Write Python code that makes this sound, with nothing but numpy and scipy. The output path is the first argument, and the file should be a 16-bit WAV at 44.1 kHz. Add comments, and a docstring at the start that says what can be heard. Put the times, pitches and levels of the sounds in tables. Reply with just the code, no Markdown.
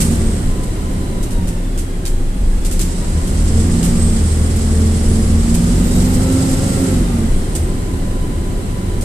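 """Inside a city bus, on a stereo pair of microphones at a passenger seat, loose fittings rattling nearby.
The diesel sinks to a low boom as the bus rounds a corner, the body rumbling on its springs. From about
2.6 s it pulls away up a road: engine, fan and gear whine glide through the cabin's resonances, the
turbocharger spools up to a thin whistle and the tyres grow louder through the floor. Near 7 s the
driver lifts off, the turbocharger spools down and the bus rolls on at a steady drone."""
import sys
import numpy as np
from scipy import signal
from scipy.fft import rfft, irfft, next_fast_len
from scipy.io import wavfile
from scipy.ndimage import uniform_filter1d

SR = 44100
rng = np.random.default_rng(int(sys.argv[2]) if len(sys.argv) > 2 else 0)


def unload_wav(signal):
    """Save mono or channel-first audio to the path in sys.argv[1] as 16-bit WAV at rate SR, clipped to [-1, 1]."""
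    wavfile.write(
        sys.argv[1],
        SR,
        np.round(np.clip(np.atleast_2d(signal).T, -1, 1) * 32767).astype(np.int16),
    )


N = 398663
TIME = np.arange(N) / SR
FFT_SIZE = next_fast_len(N + 8000)
BIN_HZ = np.maximum(np.fft.rfftfreq(FFT_SIZE, 1 / SR), 1)


def from_db(db):
    """Decibels to gain."""
    return 10 ** (np.asarray(db) / 20)


def unit_rms(x):
    """Scale to unit power."""
    return x / np.sqrt(np.mean(x ** 2) + 1e-20)


def over_time(curve):
    """Read (time, value) rows at every sample."""
    return np.interp(TIME, *np.transpose(curve))


def over_frequency(curve):
    """Read (frequency, value) rows at every bin, on a log axis."""
    hz, value = np.transpose(curve)
    return np.interp(np.log(BIN_HZ), np.log(hz), value)


def colour(x, gain):
    """Filter by a gain over frequency."""
    return irfft(rfft(x, FFT_SIZE) * gain, FFT_SIZE)[..., :N]


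def drift(rate_hz):
    """A smooth random wander with a spread of 1."""
    hop, settle = 40, 2000
    pole = np.exp(-2 * np.pi * rate_hz * hop / SR)
    noise = rng.standard_normal(N // hop + settle + 2)
    slow = signal.lfilter([1], [1, -2 * pole, pole * pole], noise)[settle:]
    return np.interp(np.arange(N) / hop, np.arange(len(slow)), unit_rms(slow))


def tone(turns, rough, flutter_hz):
    """A sine on a running phase; the shaking cabin scatters a share of it into narrow noise."""
    carrier = np.exp(2j * np.pi * (turns + rng.random()))
    scatter = rough * (drift(flutter_hz) + 1j * drift(flutter_hz)) / np.sqrt(2)
    return np.sqrt(2 / (1 + rough ** 2)) * np.real(carrier * (1 + scatter))


def wide_tone(turns, rough, flutter_hz):
    """A high tone reaches each microphone by paths of its own."""
    return np.array([tone(turns, rough, flutter_hz) for channel in range(2)])


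def cabin_noise(spectrum):
    """Diffuse noise: long waves reach both microphones alike, short ones do not."""
    # stereo width at the seat: (frequency [Hz], side minus mid [dB])
    width_curve = [(25, -34), (80, -14.5), (170, -20), (340, -9), (600, -5.5), (1100, 4.5), (2000, -0.5),
                   (14000, 0.5)]
    width = from_db(over_frequency(width_curve))
    roll_off = np.minimum(1, np.minimum(BIN_HZ / spectrum[0][0], spectrum[-1][0] / BIN_HZ)) ** 4
    gain = from_db(over_frequency(spectrum)) * roll_off / np.sqrt(1 + width ** 2)
    mid, side = rng.standard_normal((2, N))
    return unit_rms(colour(mid, gain) + colour(side, gain * width) * [[1], [-1]])


def cabin_gain(hz, between_modes_db=-24, waver_db=0.8):
    """At the seat a tone swells on a resonance, sinks where reflections cancel, and wavers."""
    # air resonances of the cabin: (frequency [Hz], half width [Hz], level [dB])
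    modes = [(30.6, 2.2, 3), (35.3, 2.5, -0.5), (39.8, 1.8, -1), (45.0, 2.5, 3), (74.6, 7.2, -4.5),
             (78.6, 1.5, -2.5), (82, 2.6, 0.7), (93.2, 4.7, -2), (149.7, 10.5, -9), (172.5, 6.5, -1.5),
             (182, 4.5, -1.5), (229, 15, 1.3), (254, 12, -6.5), (265, 14, -3), (446.4, 7, -2.2),
             (523, 23, -4)]
    # cancellations at the seat: (frequency [Hz], half width [Hz], depth [dB])
    nulls = [(37.5, .6, -6), (49, 1.2, -7), (64, 4, -6), (135, 8, -6), (158, 4, -9), (195, 5, -4),
             (215.5, 2, -4), (269, 1.5, -6)]
    grid_hz = np.arange(20, 600, .5)
    power = sum((from_db(db) * resonance(grid_hz, centre, width)) ** 2 for centre, width, db in modes)
    nulls_db = sum(db * resonance(grid_hz, centre, width) for centre, width, db in nulls)
    response = np.sqrt(power + from_db(between_modes_db) ** 2) * from_db(nulls_db)
    return np.interp(hz, grid_hz, response) * from_db(waver_db * drift(7))


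def resonance(hz, centre_hz, half_width_hz):
    """A bell-shaped peak of height 1."""
    return 1 / (1 + ((hz - centre_hz) / half_width_hz) ** 2)


def ring(hits, strength, modes):
    """Contacts set modes ringing; each reaches the two microphones with strengths of its own."""
    out = np.zeros((2, N))
    for hz, level_db, t60 in modes:
        clicks = np.full((2, N), 1e-18)
        for channel in clicks:
            np.add.at(channel, hits, strength * rng.standard_normal(hits.shape))
        pole, angle = from_db(-60 / (t60 * SR)), 2 * np.pi * hz / SR
        feedback = [1, -2 * pole * np.cos(angle), pole * pole]
        out += from_db(level_db) * signal.lfilter([0, np.sin(angle)], feedback, clicks)
    return out


def engine_db(firing_hz, load, coast_db, octave_db, load_db, cruise_hz=36):
    """A level: coast_db coasting at cruise, plus octave_db per doubling of speed, load_db at full load."""
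    return coast_db + octave_db * np.log2(firing_hz / cruise_hz) + load_db * load


def roar_level_db(firing_hz, load):
    """The engine's roar grows with speed and hardly changes with load."""
    return engine_db(firing_hz, load, coast_db=-27.5, octave_db=11.1, load_db=-0.17)


def tyres():
    """The tyres rumble through the floor, louder as the bus gathers speed."""
    # rumble at the seat: (time [s], level [dB])
    levels = [(0, -36), (3, -37.5), (7.5, -26.5), (9.04, -27.5)]
    # its colour: (frequency [Hz], relative level [dB])
    spectrum = [(55, -17), (77, 9), (95, -5), (120, 0.5), (165, -17), (183, -7), (195, -9), (208, -2),
                (260, -17), (280, -11), (302, -24), (329, -9), (355, -14), (400, -6.5), (470, -24),
                (650, -24)]
    return from_db(over_time(levels)) * cabin_noise(spectrum)


def body_sway(steady_db=-24.5, waver_db=3.5, swell_s=0.18):
    """The body sways on its springs; the low rumble swells and fades unevenly."""
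    # swells of the rumble: (time [s], level [dB])
    swells = [(.17, -16), (2.1, -20), (2.55, -14), (3.35, -17), (4.1, -19), (5.4, -17), (5.95, -17),
              (6.55, -20), (7.46, -18)]
    # the body's rumble: (frequency [Hz], relative level [dB])
    spectrum = [(13, -16), (17, -10), (24, -1), (33, -15), (45, -7.5), (58, -24)]
    swell_power = sum(from_db(db) ** 2 * np.exp(-((TIME - s) / swell_s) ** 2) for s, db in swells)
    steady = from_db(steady_db + waver_db * drift(6.3))
    return np.sqrt(steady ** 2 + swell_power) * cabin_noise(spectrum)


def clinks(bounce_s=0.002):
    """Twice a fitting bounces on a metal bar, which rings on."""
    # blows on the bar: (time [s], strength [dB])
    blows = [(0.004, -24), (7.552, -24)]
    # the bar's ringing: (frequency [Hz], level [dB], t60 [s])
    bar_modes = [(6300, -13, .17), (6540, -14, .15), (8260, -12, .2), (8480, -11, .2)]
    start_s, strength_db = np.transpose(blows)[..., None]
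    hits = ((start_s + bounce_s * np.arange(3)) * SR).astype(int)
    return ring(hits, from_db(strength_db), bar_modes)


def rattles(contacts=7, contact_s=0.0025, blur_s=0.0008, cabin_t60_s=0.29, tail_db=-1.5):
    """A loose fitting bounces: its metal rings, the panel behind knocks, the cabin adds a short tail."""
    # bursts of chatter: (time [s], strength [dB], length [s], knock relative to strength [dB])
    bursts = [(0.0034, -17.5, 0.027, -28), (0.0494, -32, 0.02, -14), (0.1094, -29, 0.05, -12),
              (0.633, -35, 0.0085, -10), (1.2276, -31, 0.016, -12), (1.3069, -32.5, 0.025, -12),
              (1.473, -32, 0.025, -6), (1.776, -29, 0.031, -22), (2.0534, -26, 0.03, 4.5),
              (2.648, -27, 0.023, -3), (2.712, -26, 0.027, -14), (2.7931, -23, 0.026, -8),
              (2.8094, -27, 0.023, 4), (3.2705, -33, 0.011, -14), (3.829, -22.5, 0.037, -14),
              (3.8594, -35, 0.014, -12), (4.559, -33, 0.0095, -12), (5.5418, -25, 0.013, -8),
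              (6.319, -34, 0.018, -12), (6.5066, -29.5, 0.041, -14), (7.5512, -24.5, 0.014, -13),
              (9.0097, -31, 0.019, -14)]
    # noise of the contacts: (frequency [Hz], relative level [dB])
    spectrum = [(1000, 1), (2500, 6.5), (4000, 5.5), (6000, 9), (8500, 15), (10500, 8), (12500, 6.5),
                (14300, -3)]
    # ringing of the fittings: (frequency [Hz], level [dB], t60 [s])
    metal_modes = [(5000, -17, .03), (6330, -18, .045), (6560, -18, .04), (7700, -17, .06),
                   (8350, -13, .08), (8620, -14, .08), (8830, -14, .09), (9350, -18, .07),
                   (12850, -21, .05)]
    # knock of the panel: (frequency [Hz], level [dB], t60 [s])
    panel_modes = [(3130, -13, .015), (3870, -9, .014), (4100, -8, .016), (4450, -8, .014),
                   (4680, -10, .012), (4900, -8, .016)]
    start_s, strength_db, length_s, knock_db = np.transpose(bursts)[..., None]
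    bounce = np.arange(contacts)
    lateness, softness = (rng.random((len(bursts), 2, contacts)) * (bounce > 0)).swapaxes(0, 1)
    progress = (bounce + lateness) / contacts
    hits = np.clip(((start_s + length_s * progress) * SR).astype(int), 0, N - 1)
    strength = from_db(strength_db - 3.5 * progress - 4.5 * softness)
    power = np.bincount(hits.ravel(), strength.ravel() ** 2, N)
    direct = signal.lfilter([1], [1, -np.exp(-1 / (contact_s * SR))], power + 1e-18)
    blur = np.exp(-1 / (blur_s * SR))
    direct = signal.lfilter([1 - blur], [1, -blur], direct)   # near reflections blunt the attack
    fade = from_db(-60 / (cabin_t60_s * SR)) ** 2
    tail = signal.lfilter([1 - fade], [1, -fade], direct)
    clash = from_db(3) * np.sqrt(direct + from_db(tail_db) ** 2 * tail) * cabin_noise(spectrum)
    metal = ring(hits, strength, metal_modes)
    knock = ring(hits, strength * from_db(knock_db), panel_modes)
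    return clash + metal + knock


def turbocharger(skirt_db=-3, waver_db=2.1):
    """A breathy whistle in a wider skirt of rushing air, gliding as the rotor spools up and down."""
    # the rotor's whistle: (time [s], pitch [Hz], level [dB])
    spool = [(0, 8860, -41), (.3, 8360, -38.5), (.45, 8100, -43), (.6, 7900, -59), (3.6, 7900, -58),
             (3.9, 8060, -40), (4.1, 8280, -33.5), (4.27, 8520, -36), (4.45, 8830, -41), (4.6, 9300, -47),
             (4.8, 9850, -43), (5.0, 10150, -45), (5.1, 10380, -41), (5.25, 10460, -42), (5.4, 10750, -54),
             (5.7, 11600, -50), (5.92, 12200, -42.5), (6.35, 12600, -44), (6.6, 12380, -49),
             (6.8, 11950, -47), (7.0, 11150, -53), (7.3, 9700, -48), (7.55, 8650, -43.5),
             (7.72, 8150, -45.5), (7.85, 7950, -55), (9.04, 7960, -62)]
    time_s, pitch_hz, level_db = np.transpose(spool)
    gain = from_db(np.interp(TIME, time_s, level_db) + waver_db * drift(9))
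    turns = np.cumsum(np.interp(TIME, time_s, pitch_hz)) / SR
    whistle = wide_tone(turns, rough=8, flutter_hz=90)
    skirt = wide_tone(turns, rough=9, flutter_hz=330)
    return gain * (whistle + from_db(skirt_db) * skirt)


def panel_hum(firing_hz, firings, load, order=17.5):
    """Under load a panel sings briefly as a high crankshaft order passes through its resonance."""
    swell = resonance(order * firing_hz, centre_hz=818, half_width_hz=16)
    return from_db(-42) * load * swell * tone(order * firings, rough=.8, flutter_hz=9)


def gears(firing_hz, firings, load, order=28, surge_hz_per_s=8, surge_db=2.7):
    """Meshing teeth whine through resonances; their overtones squeal while the engine changes speed."""
    # mesh tone radiated by the casing: (frequency [Hz], level [dB])
    casing = [(810, -49.5), (870, -53), (925, -47), (955, -45.5), (975, -47), (997, -44.5), (1008, -44),
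              (1025, -43), (1060, -57), (1130, -53), (1160, -47.5), (1205, -46), (1275, -52), (1325, -43),
              (1380, -44.5)]
    # overtones of the mesh: (multiple of the mesh rate, relative level [dB])
    multiples = [(2, 0), (3, 2), (4, 0), (5, -1), (6, 0), (8, 0)]
    # how floor and panels radiate the overtones: (frequency [Hz], gain [dB])
    panels = [(1600, -53), (1850, -53), (2000, -57), (2600, -60), (3000, -59), (3230, -54), (3420, -53.5),
              (3550, -58), (3700, -54), (3860, -49.5), (4050, -57), (4500, -62), (5000, -58), (6000, -59),
              (7200, -66), (7850, -58), (8060, -50), (8300, -58), (9500, -64)]
    mesh = order * firings
    speed_change = abs(np.gradient(firing_hz)) * SR
    surge = uniform_filter1d(np.minimum(1, speed_change / surge_hz_per_s), size=SR // 10)
    direct = tone(mesh, rough=.2, flutter_hz=8)
    reflected = wide_tone(mesh, rough=5, flutter_hz=13)
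    whine_db = np.interp(order * firing_hz, *np.transpose(casing)) + (.5 + surge) * drift(7)
    whine = from_db(whine_db) * (.75 * direct + .52 * reflected)
    overtones = sum(from_db(db + 2 * drift(6)) * wide_tone(k * mesh, rough=k, flutter_hz=10 * k)
                    for k, db in multiples)
    squeal_db = engine_db(firing_hz, load, coast_db=-1.5, octave_db=4, load_db=-0.5) + surge_db * surge
    return whine + colour(overtones * from_db(squeal_db), from_db(over_frequency(panels)))


def cooling_fan(firing_hz, firings, load, order=5.47):
    """The belt-driven fan hums at its blade rate; its rough overtones grow with speed and load."""
    blades, blade_hz = order * firings, order * firing_hz
    hum = cabin_gain(blade_hz) * tone(blades, rough=.24, flutter_hz=6)
    second = cabin_gain(2 * blade_hz) * tone(2 * blades, rough=.8, flutter_hz=11)
    third = from_db(-20) * wide_tone(3 * blades, rough=1, flutter_hz=9)
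    hum_db = engine_db(firing_hz, load, coast_db=-27.5, octave_db=17, load_db=3.6)
    overtone_db = engine_db(firing_hz, load, coast_db=-40, octave_db=8, load_db=9.5)
    return from_db(hum_db) * hum + from_db(overtone_db) * (second + third)


def running_noise(firing_hz, firings, load):
    """Road and engine noise through the body, pulsing with the firings; under load the clatter trembles."""
    # the cabin's boom: (frequency [Hz], relative level [dB])
    boom_spectrum = [(35, -13), (57, -43), (77, 11.5), (100, -4.5), (130, -3.5), (155, -6), (178, 3),
                     (220, -6), (265, -2), (310, -31)]
    # the engine's roar: (frequency [Hz], relative level [dB])
    roar_spectrum = [(200, -1), (300, -1), (330, 2), (395, 0), (435, -7), (480, -6), (530, -5.5),
                     (630, -12), (780, -12.5), (1000, -19.5), (1600, -26)]
    # the rush of air: (frequency [Hz], relative level [dB])
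    rush_spectrum = [(600, -5), (1000, 9.5), (1400, 7), (1700, 4.5), (2000, 6.5), (2450, 1), (3000, 3),
                     (3550, -0.5), (4000, 1), (5500, -4.5), (9000, 1.5), (14000, -10)]
    # the fine clatter: (frequency [Hz], relative level [dB])
    clatter_spectrum = [(2500, -5), (4300, 0), (5100, 5), (6000, 1), (7200, 6.5), (8100, 12), (9000, 3.5),
                        (10000, 2), (11200, -10), (12400, -24), (13000, -54), (14300, -51)]
    boom_db = engine_db(firing_hz, load, coast_db=-23.5, octave_db=6.7, load_db=1.4)
    rush_db = engine_db(firing_hz, load, coast_db=-36.5, octave_db=9, load_db=2.17)
    clatter_db = engine_db(firing_hz, load, coast_db=-46, octave_db=11.5, load_db=14.13)
    beat = np.cos(2 * np.pi * firings)
    boom = from_db(boom_db) * cabin_noise(boom_spectrum)
    roar = from_db(roar_level_db(firing_hz, load) - 0.6 + 0.9 * beat) * cabin_noise(roar_spectrum)
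    rush = from_db(rush_db + 0.2 * beat) * cabin_noise(rush_spectrum)
    tremble_depth = from_db((clatter_db - clatter_db.max()) / 2)
    tremble_db = tremble_depth * (1.66 * drift(23) + 0.25 * beat)
    clatter = from_db(clatter_db + tremble_db) * cabin_noise(clatter_spectrum)
    return boom + roar + rush + clatter


def diesel(firing_hz, firings, load):
    """Firing harmonics hum in the cabin; unequal cylinders add weak orders that grow with the roar."""
    # weak crankshaft orders: (multiple of the firing rate, level relative to the strain [dB])
    crank_orders = [(1.5, -5), (2.5, -6.5), (3, -2), (3.5, -5.5), (4.5, -14), (7, -23), (8, -19.5),
                    (14, -30.5)]
    harmonic_db = {1: engine_db(firing_hz, load, coast_db=-21.5, octave_db=0, load_db=2.4),
                   2: engine_db(firing_hz, load, coast_db=-25, octave_db=0, load_db=10.9),
                   4: engine_db(firing_hz, load, coast_db=-31, octave_db=8, load_db=15.5),
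                   5: engine_db(firing_hz, load, coast_db=-36.5, octave_db=2.8, load_db=8.3)}
    out = np.zeros(N)
    for order, db in harmonic_db.items():
        gain = from_db(db) * cabin_gain(order * firing_hz)
        out += gain * tone(order * firings, rough=.08, flutter_hz=3)
    roar_db = roar_level_db(firing_hz, load)
    strain = from_db(roar_db + 0.35 * (roar_db - roar_db.max()))   # falls away faster than the roar
    for order, db in crank_orders:
        out += strain * from_db(db) * tone(order * firings, rough=0.71, flutter_hz=6.4)
    return out


def scene():
    """The cabin from the seat: one crankshaft and one throttle drive the engine, over road and rattles."""
    # speed of the four-cylinder diesel: (time [s], firing rate [Hz])
    speed = [(0.0, 43.06), (0.3, 40.53), (0.55, 36.2), (0.7, 35.6), (0.95, 36.6), (1.35, 34.0),
             (1.85, 29.55), (2.05, 28.85), (2.55, 29.8), (2.85, 32.3), (3.65, 41.73), (3.87, 43.1),
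             (4.3, 39.35), (4.65, 40.5), (5.0, 40.6), (5.35, 41.0), (6.0, 45.75), (6.3, 47.6), (6.7, 49.2),
             (6.85, 48.63), (7.05, 44.2), (7.55, 36.35), (7.9, 36.0), (9.04, 35.5)]
    # the driver's foot: (time [s], load [0-1])
    throttle = [(0, 0.76), (.25, 0.7), (.55, 0.3), (1.3, 0.05), (2.3, 0.27), (2.6, 0.5), (2.85, 1),
                (3.1, 0.8), (3.55, 0.89), (4.4, 0.88), (6.9, 0.83), (7.05, 0.39), (7.6, 0.37), (8.2, 0),
                (9.04, 0.1)]
    firing_hz, load = over_time(speed), over_time(throttle)
    firings = np.cumsum(firing_hz * (1 + .0008 * drift(6))) / SR   # running phase, one turn per firing
    engine_parts = (diesel, cooling_fan, gears, panel_hum, running_noise)
    engine = sum(part(firing_hz, firings, load) for part in engine_parts)
    return engine + turbocharger() + body_sway() + tyres() + rattles() + clinks()


def record(dry, ceiling=0.96, cutoff_hz=14230):
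    """Each microphone port has its own colour; the highest peaks are rounded and the top is cut."""
    # the two ports, the right ringing near 8 kHz: (frequency [Hz], left minus right [dB])
    balance = [(60, 0.5), (300, -2.5), (700, -0.5), (1400, 2), (2200, 0.5), (3500, 0.5), (5000, -1.5),
               (7000, -3), (8000, -6.5), (8800, -4), (9800, 3), (13000, 0)]
    ports = from_db(over_frequency(balance) / 2 * np.array([[1], [-1]]))
    heard = colour(dry, ports)
    rounded = heard / (1 + (heard / ceiling) ** 10) ** .1
    low_pass = 1 / np.sqrt(1 + (BIN_HZ / cutoff_hz) ** 400)
    return colour(rounded, low_pass)


dry = scene()
out = record(dry)
unload_wav(out)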